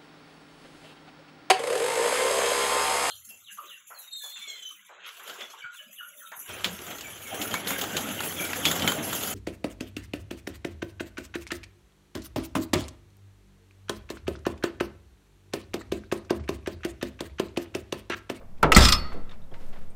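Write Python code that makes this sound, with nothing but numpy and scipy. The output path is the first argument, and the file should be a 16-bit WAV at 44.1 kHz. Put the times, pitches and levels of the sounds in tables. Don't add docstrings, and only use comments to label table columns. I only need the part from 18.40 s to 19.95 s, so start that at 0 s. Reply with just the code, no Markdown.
import sys
import numpy as np
from scipy import signal
from scipy.io import wavfile
from scipy.ndimage import uniform_filter1d

SR = 44100
rng = np.random.default_rng(int(sys.argv[2]) if len(sys.argv) > 2 else 0)


def wav_out(sig):
    wavfile.write(sys.argv[1], SR, np.round(np.clip(np.atleast_2d(sig).T, -1, 1) * 32767).astype(np.int16))


def to_linear_factor(level_db):
    exponent = np.asarray(level_db, float) / 20
    return 10 ** exponent


N = 68355

# start in seconds, level in dB, chatter length in seconds.
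KNOCK_BLOW = (.2277, -13.5, 0.0059)
SNAP_BLOW = (.3186, -13, 0.0051)
SLAM_BLOW = (.3635, -9.5, 0.01)
# frequency in Hz, density in dB per Hz.
KNOCK_SPECTRUM = [(35, -4.5), (150, -4), (400, -4), (1350, -3), (1900, -11.5), (3100, -16.5), (4500, -26),
                  (15800, -29)]
SNAP_SPECTRUM = [(120, -45), (200, -14), (1090, -8), (1300, -4), (1510, -7), (2700, -2.5), (3890, -21),
                 (4410, -14.5), (15500, -27)]
SLAM_SPECTRUM = [(130, -23), (200, -8), (400, -13.5), (1040, -12.5), (2040, -15.5), (2630, -19),
                 (8580, -14.5), (9600, -28), (15800, -20)]
# frequency in Hz, T60 in seconds.
PLANK_DECAY = [(60, 0.23), (300, 0.51), (1200, 0.13), (3000, 0.11), (6000, 0.04), (12000, 0.025)]
BINDER_DECAY = [(300, 0.42), (1300, 0.044), (4000, 0.1), (12000, 0.05)]
FRAME_DECAY = [(60, 0.66), (300, .3), (1500, 0.28), (5000, .08), (12000, 0.069)]
# frequency in Hz, level in dB, T60 in seconds.
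PLANK_RING = [(1350, -18.5, 0.082)]
LEVER_RING = [(1297, -10.5, 0.07), (2204, -12, 0.036), (2750, -17, 0.042)]
BINDER_RING = [(1334, -7, 0.066), (1894, -11, 0.056), (2027, -9.5, 0.068), (1254, -24.5, 0.39)]
# frequency in Hz, level in dB, T60 in seconds.
DECK_BOOM = [(103.5, -13.5, 0.35), (206, -2, 0.063), (188, -19, 0.18), (235.4, -20.5, 0.31),
             (353, -21, 0.13), (394, -26, 0.33), (461, -23, 0.13), (598, -26.5, .3)]
BEAM_BOOM = [(65.16, -8.5, 0.54)]
SPRING_HEAVE = [(40.15, -15, 0.4), (22.8, -16.5, 0.96)]
# start in seconds, level in dB, frequency in Hz, T60 in seconds.
DECK_THUMPS = [
    (.2, -31, 45.3, 0.074),
    (.27, -21, 60, 0.13),
    (.32, -23, 45, .15),
    (.745, -40, 382, 0.18),
    (1.122, -46, 597, .03),
    (1.125, -37.5, 129.7, 0.075),
]
# start in seconds, level in dB, extra level of the upper modes in dB.
CHAIN_CLINKS = [(0.3493, -16.5, 4), (0.3825, -18, 1.5), (.389, -20.5, 1), (0.4056, -17.5, -3.5),
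                (0.408, -18.5, -1), (0.42, -19, -2), (0.424, -20, 2.5), (.431, -20.5, 3.5),
                (0.4396, -21, 4), (0.4434, -17.5, 1.5), (0.4497, -16.5, 3.5), (.452, -18, 3),
                (0.4538, -17, 4.5), (0.4594, -24, 3), (.473, -22, 0), (0.4853, -14, -1.5),
                (0.4876, -17, -2), (0.4898, -15.5, -2), (0.5, -32.5, 0), (.519, -26, 2.5),
                (0.5221, -12.5, -1.5), (0.5237, -18, 0), (0.5255, -12.5, 2), (.531, -24.5, -1),
                (0.537, -23.5, -3.5), (.547, -29.5, -5)]
# frequency in Hz, level in dB, T60 in seconds.
CHAIN_RING = [(1261, -16, 0.24), (2440, -23.5, 0.21), (3347, -16, .17), (3573, -13, .1), (4410, -24, 0.4),
              (4680, -14.5, 0.1), (5165, -11, 0.12), (5160, -16.5, 0.11), (5600, -23, 0.059),
              (5070, -17, .1), (6121, -17, 0.077), (7350, -13, 0.037), (8480, -16, 0.028),
              (12660, -34, .06)]
HOOK_RING = [(1030, -19.5, .1), (1202, -18, .15), (1953, -21.5, 0.091), (2508, -24.5, .25),
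             (2817, -25.5, 0.26), (4130, -20, .08), (4630, -20, .12), (4830, -22, 0.12),
             (4960, -16.5, 0.18), (6800, -22, 0.031), (9000, -18.5, .04), (9744, -32, .1),
             (12900, -25.5, 0.036), (14600, -34, .12)]
# frequency in Hz, level in dB, T60 in seconds; then its starts in seconds.
HOOK_CATCH = [(4390, -10.5, .025), (4820, -15, .03), (1300, -17, 0.065), (8000, -21, .02)]
CATCH_TIMES = [.3484, .3525]
# time in seconds, level in dB.
CHAIN_SHAKE = [(.345, -40.5), (.372, -25.5), (.455, -25.5), (.48, -29), (.5, -28.5), (.518, -37),
               (.535, -27), (.57, -46.5), (.75, -71.5), (.85, -96)]
# frequency in Hz, density in dB per Hz.
RATTLE_SPECTRUM = [(600, -26.5), (1240, -3.5), (1700, -14), (3150, -9), (5080, -6.5), (6420, -16.5),
                   (9000, -14), (11000, -24), (15800, -22)]
CRACK_SPECTRUM = [(900, -35), (1500, -12), (3030, -11), (5240, -3.5), (5900, -22.5), (8540, -14),
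                  (10500, -27.5), (15800, -25.5)]
# start in seconds, level in dB, frequency in Hz, T60 in seconds.
LINK_TICKS = [(.495, -45, 12660, .25), (.55, -40, 5170, .25), (.575, -42, 4437, .4), (0.65, -44, 1260, 0.2),
              (0.894, -47, 3700, .03), (0.912, -46, 3590, .03), (.93, -56, 980, .06),
              (1.018, -55, 3680, 0.018), (1.038, -62, 3760, 0.012), (1.114, -60, 3240, 0.02),
              (1.143, -48, 2220, .03), (1.155, -50, 927, 0.17), (1.205, -66, 10800, .02),
              (1.22, -57, 2300, 0.012), (1.244, -64, 10900, 0.023), (1.27, -72, 14600, .4),
              (1.33, -60, 3200, .05), (1.5, -63, 8550, 0.07), (1.502, -70, 13300, .04),
              (1.504, -68, 7800, .04), (1.51, -66, 2354, .2)]
# start in seconds,
# level in dB, length in seconds, centre in Hz.
BOOT_SCUFFS = [(.005, -52, 0.031, 533), (0.176, -62, 0.015, 2000), (0.187, -54, 0.037, 440),
               (0.3595, -16, 0.0052, 1500), (0.672, -70, 0.0043, 10980), (0.717, -45, 0.023, 1215),
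               (0.727, -61, 0.011, 9700), (0.737, -40, 0.066, 259), (0.89, -55.5, 0.014, 1810),
               (0.907, -51.5, 0.027, 1640), (1.112, -51, 0.026, 448), (1.136, -51.5, 0.02, 1590),
               (1.198, -63, 0.047, 1840), (1.262, -68, .008, 8000), (1.284, -66, 0.008, 8000),
               (1.325, -53.5, 0.026, 1300), (1.353, -56.5, 0.03, 1150), (1.386, -66, 0.0049, 12920),
               (1.409, -67.5, 0.027, 2020)]
# time in seconds, level in dB.
SHUFFLE_LEVEL = [(0, -66.5), (.95, -62.5), (1.1, -63.5), (1.2, -55), (1.4, -57.5), (1.55, -61.5)]
# frequency in Hz, density in dB per Hz.
SHUFFLE_SPECTRUM = [(59, -46.5), (100, 3), (552, 4), (758, -7.5), (1340, -11.5), (6120, -29.5),
                    (15500, -35)]
# time in seconds, level in dB.
SWAY_LEVEL = [(0, -43.5), (.3, -30), (.75, -26), (1.0, -31), (1.25, -25.5), (1.55, -32.5)]
# frequency in Hz, density in dB per Hz.
AIR_SPECTRUM = [(20, -7.5), (60, -13.5), (140, -19.5), (200, -15.5), (300, -33.5), (600, -31),
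                (3600, -52.5), (15800, -59)]


def rms_one(x):
    return x / np.sqrt(np.mean(x ** 2) + 1e-20)


def in_time(rows):
    seconds, level = np.transpose(rows)
    return np.interp(np.arange(N) / SR, seconds, level)


def at_hz(points, hz):
    points = np.array(points)
    return np.interp(np.log(hz), np.log(points[:, 0]), points[:, 1])


def butter(x, order, hz, kind="low"):
    return signal.sosfilt(signal.butter(order, hz, kind, fs=SR, output="sos"), x)


def ring(clicks, hz, t60):
    r, w = to_linear_factor(-60 / (t60 * SR)), 2 * np.pi * hz / SR
    return signal.lfilter([0, np.sin(w)], [1, -2 * r * np.cos(w), r * r], clicks + 1e-18)


def bands():
    edges = 22 * 2 ** np.arange(0, 9.7, 1 / 3)
    white = rng.standard_normal((2, N + SR))
    rows = [butter(white[k % 2], 2, [low, high], "band")[SR:]
            for k, (low, high) in enumerate(zip(edges, edges[1:]))]
    return np.array(rows), np.sqrt(edges[1:] * edges[:-1])


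def coloured(spectrum, noise, hz, tilt_db=0):
    return np.sum(weights(spectrum, hz, tilt_db) * noise, axis=0)


def weights(spectrum, hz, tilt_db=0):
    inside = (hz > spectrum[0][0]) & (hz < spectrum[-1][0] * 1.05)
    gain = inside * to_linear_factor(at_hz(spectrum, hz) + tilt_db * np.log2(hz / 1000))
    width = hz * (2 ** (1 / 6) - 2 ** (-1 / 6))
    return (gain / np.sqrt(np.sum(gain ** 2 * width * 2 / SR)))[:, None]


def dying(s, hold, t60):
    t = np.arange(N) / SR - s
    fall_db = -60 * np.clip(t - hold, 0, None) / np.reshape(t60, (-1, 1))
    return np.clip(t / 0.0016, 0, 1) * to_linear_factor(fall_db)


def strike(times, levels_db, modes, spread_db):
    out = np.zeros(N)
    at = (np.asarray(times) * SR).astype(int)
    luck = rng.standard_normal((len(times), len(modes), 2))
    for k, (hz, db, t60) in enumerate(modes):
        clicks = np.zeros(N)
        sign = np.sign(luck[:, k, 1]) if spread_db else 1
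        np.add.at(clicks, at, sign * to_linear_factor(levels_db[:, k] + db + spread_db * luck[:, k, 0]))
        out += ring(clicks, hz, t60)
    return out


def strike_once(s, modes):
    return strike([s], np.zeros((1, len(modes))), modes, 0)


def blow(row, spectrum, decay, modes, noise, hz):
    s, db, hold = row
    start = s + 0.29 / hz[:, None]
    chatter = hold * np.minimum(1, 3000 / hz)[:, None]
    fall = dying(start, chatter, at_hz(decay, hz))
    body = np.sum(weights(spectrum, hz) * noise * fall, axis=0)
    tick = to_linear_factor(-12.5) * rms_one(np.sum(noise[hz > 3000], axis=0)) * dying(s, 0, 0.0029)[0]
    return to_linear_factor(db) * (body + tick) + strike_once(s + .001, modes)


def binder(noise, hz):
    return (blow(KNOCK_BLOW, KNOCK_SPECTRUM, PLANK_DECAY, PLANK_RING, noise, hz)
            + blow(SNAP_BLOW, SNAP_SPECTRUM, BINDER_DECAY, LEVER_RING, noise, hz)
            + blow(SLAM_BLOW, SLAM_SPECTRUM, FRAME_DECAY, BINDER_RING, noise, hz))


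def deck():
    return -strike_once(.3662, DECK_BOOM) - strike_once(.3686, BEAM_BOOM) + strike_once(.372, SPRING_HEAVE)


def thumps():
    out = np.zeros(N)
    for s, db, hz, t60 in DECK_THUMPS:
        out += strike_once(s, [(hz, db, t60)])
    return butter(out, 2, 900)


def clinks():
    s, db, upper_db = np.transpose(CHAIN_CLINKS)
    upper = np.array(CHAIN_RING)[:, 0] > 5450
    links = strike(s, db[:, None] + upper_db[:, None] * upper, CHAIN_RING, 2.6)
    return links + strike(s, db[:, None] + np.zeros(len(HOOK_RING)), HOOK_RING, 3.4)


def clatter(noise, hz):
    catch = strike(CATCH_TIMES, np.array([[0], [-8.0]]) + np.zeros(len(HOOK_CATCH)), HOOK_CATCH, 0)
    cracks = sum(to_linear_factor(db + upper_db / 2 - 4) * dying(s, 0.0014, 0.02)[0] for s, db, upper_db in CHAIN_CLINKS)
    shake = in_time(CHAIN_SHAKE) - 200 * (np.arange(N) < CHAIN_SHAKE[0][0] * SR)

    rattle_per_s, settle_s = 700, .6
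    at = np.flatnonzero(rng.random(N) < rattle_per_s / SR * (np.arange(N) < settle_s * SR))
    size = (shake[at] + 4.0 * np.minimum(rng.exponential(1, len(at)), 3))[:, None]
    pitches = np.geomspace(900, 15500, num=70) * rng.uniform(.98, 1.02, size=70)
    links = [(f, -3.5 + at_hz(RATTLE_SPECTRUM, f) + 2.86 * np.log2(f / 4000), 210 / (f + 2000))
             for f in pitches]
    rattle = strike(at / SR, size - 16 + np.zeros(len(CHAIN_RING)), CHAIN_RING, 4.7)
    rattle += strike(at / SR, size - 14 + np.zeros(len(links)), links, 6.73)

    hiss = coloured(RATTLE_SPECTRUM, noise, hz) * to_linear_factor(shake - 11.5)
    return catch + rattle + coloured(CRACK_SPECTRUM, noise, hz) * cracks + hiss


def ticks():
    out, rub = np.zeros(N), rng.standard_normal(N)
    for s, db, hz, t60 in LINK_TICKS:
        click = np.arange(N) == int(s * SR)
        touch = to_linear_factor(db) * (to_linear_factor(-18) * rub * dying(s, 0.0013, .03)[0] + click)
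        pair = ring(touch, hz, t60) + to_linear_factor(-14) * ring(touch, hz * 0.79, t60 * 0.65)
        out += butter(pair, 1, [hz / 2, min(hz * 1.5, 20000)], "band")
    return out


def boots(noise, hz):
    grit_db, octaves = 2, 1.2
    grit = to_linear_factor(grit_db * uniform_filter1d(rng.standard_normal(N), size=100) * 10)
    out = to_linear_factor(in_time(SHUFFLE_LEVEL)) * coloured(SHUFFLE_SPECTRUM, noise, hz, 1.9)
    t = np.arange(N) / SR
    for s, db, length, centre_hz in BOOT_SCUFFS:
        away = np.log2(hz / centre_hz)
        spectrum = list(zip(hz, -6 * (away / octaves) ** 2 - 3 * away))
        swell = dying(s, length / 2, 4.5 * length)[0] * np.clip((t - s) / length * 4, 0, 1)
        out = out + to_linear_factor(db) * grit * coloured(spectrum, noise, hz) * swell
    return out


def sway():
    sway_hz, width_hz = 7, 6
    slow = ring(rng.standard_normal(N + SR), sway_hz, 2.5 / width_hz)
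    return to_linear_factor(in_time(SWAY_LEVEL)) * rms_one(butter(slow, 4, 14)[SR:])


def woods(x):
    level_db, low_t60_s, top_t60_s = -22, 0.84, .5
    t = np.arange(N) / SR
    tail = rms_one(butter(rng.standard_normal(N), 1, 1200))
    low = signal.sosfiltfilt(signal.butter(2, 3200, fs=SR, output="sos"), tail)
    tail = low * to_linear_factor(-60 * t / low_t60_s) + (tail - low) * to_linear_factor(-60 * t / top_t60_s)
    tail = tail * (t > .01)
    return to_linear_factor(level_db) * signal.fftconvolve(x, tail / np.sqrt(np.sum(tail ** 2)))[:N]


def air(noise, hz):
    return to_linear_factor(-50) * coloured(AIR_SPECTRUM, np.roll(noise, N // 2, axis=1), hz)


def scene():
    noise, hz = bands()
    other = noise[:, ::-1]
    rings = clinks()
    work = binder(noise, hz) + deck() + clatter(other, hz) + thumps()
    echoes = woods(work + to_linear_factor(-6.5) * rings)
    mid = work + rings + echoes + ticks() + boots(other, hz) + air(noise, hz) + sway()
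    side = to_linear_factor(-13) * butter(np.roll(mid, 120), 2, 14000, "high")
    side = side + to_linear_factor(-43) * uniform_filter1d(np.roll(mid, 250), size=12)
    return mid + side * np.array([[1], [-1]])


def band_limit(x):
    return signal.sosfilt(signal.butter(12, 16650, fs=SR, output="sos"), x)


def record(dry):
    ceiling, cutoff_hz = 1.05, 16150
    rounded = ceiling * np.tanh(dry / ceiling)
    cut = signal.sosfilt(signal.cheby2(12, 50, cutoff_hz, fs=SR, output="sos"), rounded)
    return band_limit(np.clip(cut, -1, 1))


dry = scene()
out = record(dry)
wav_out(out)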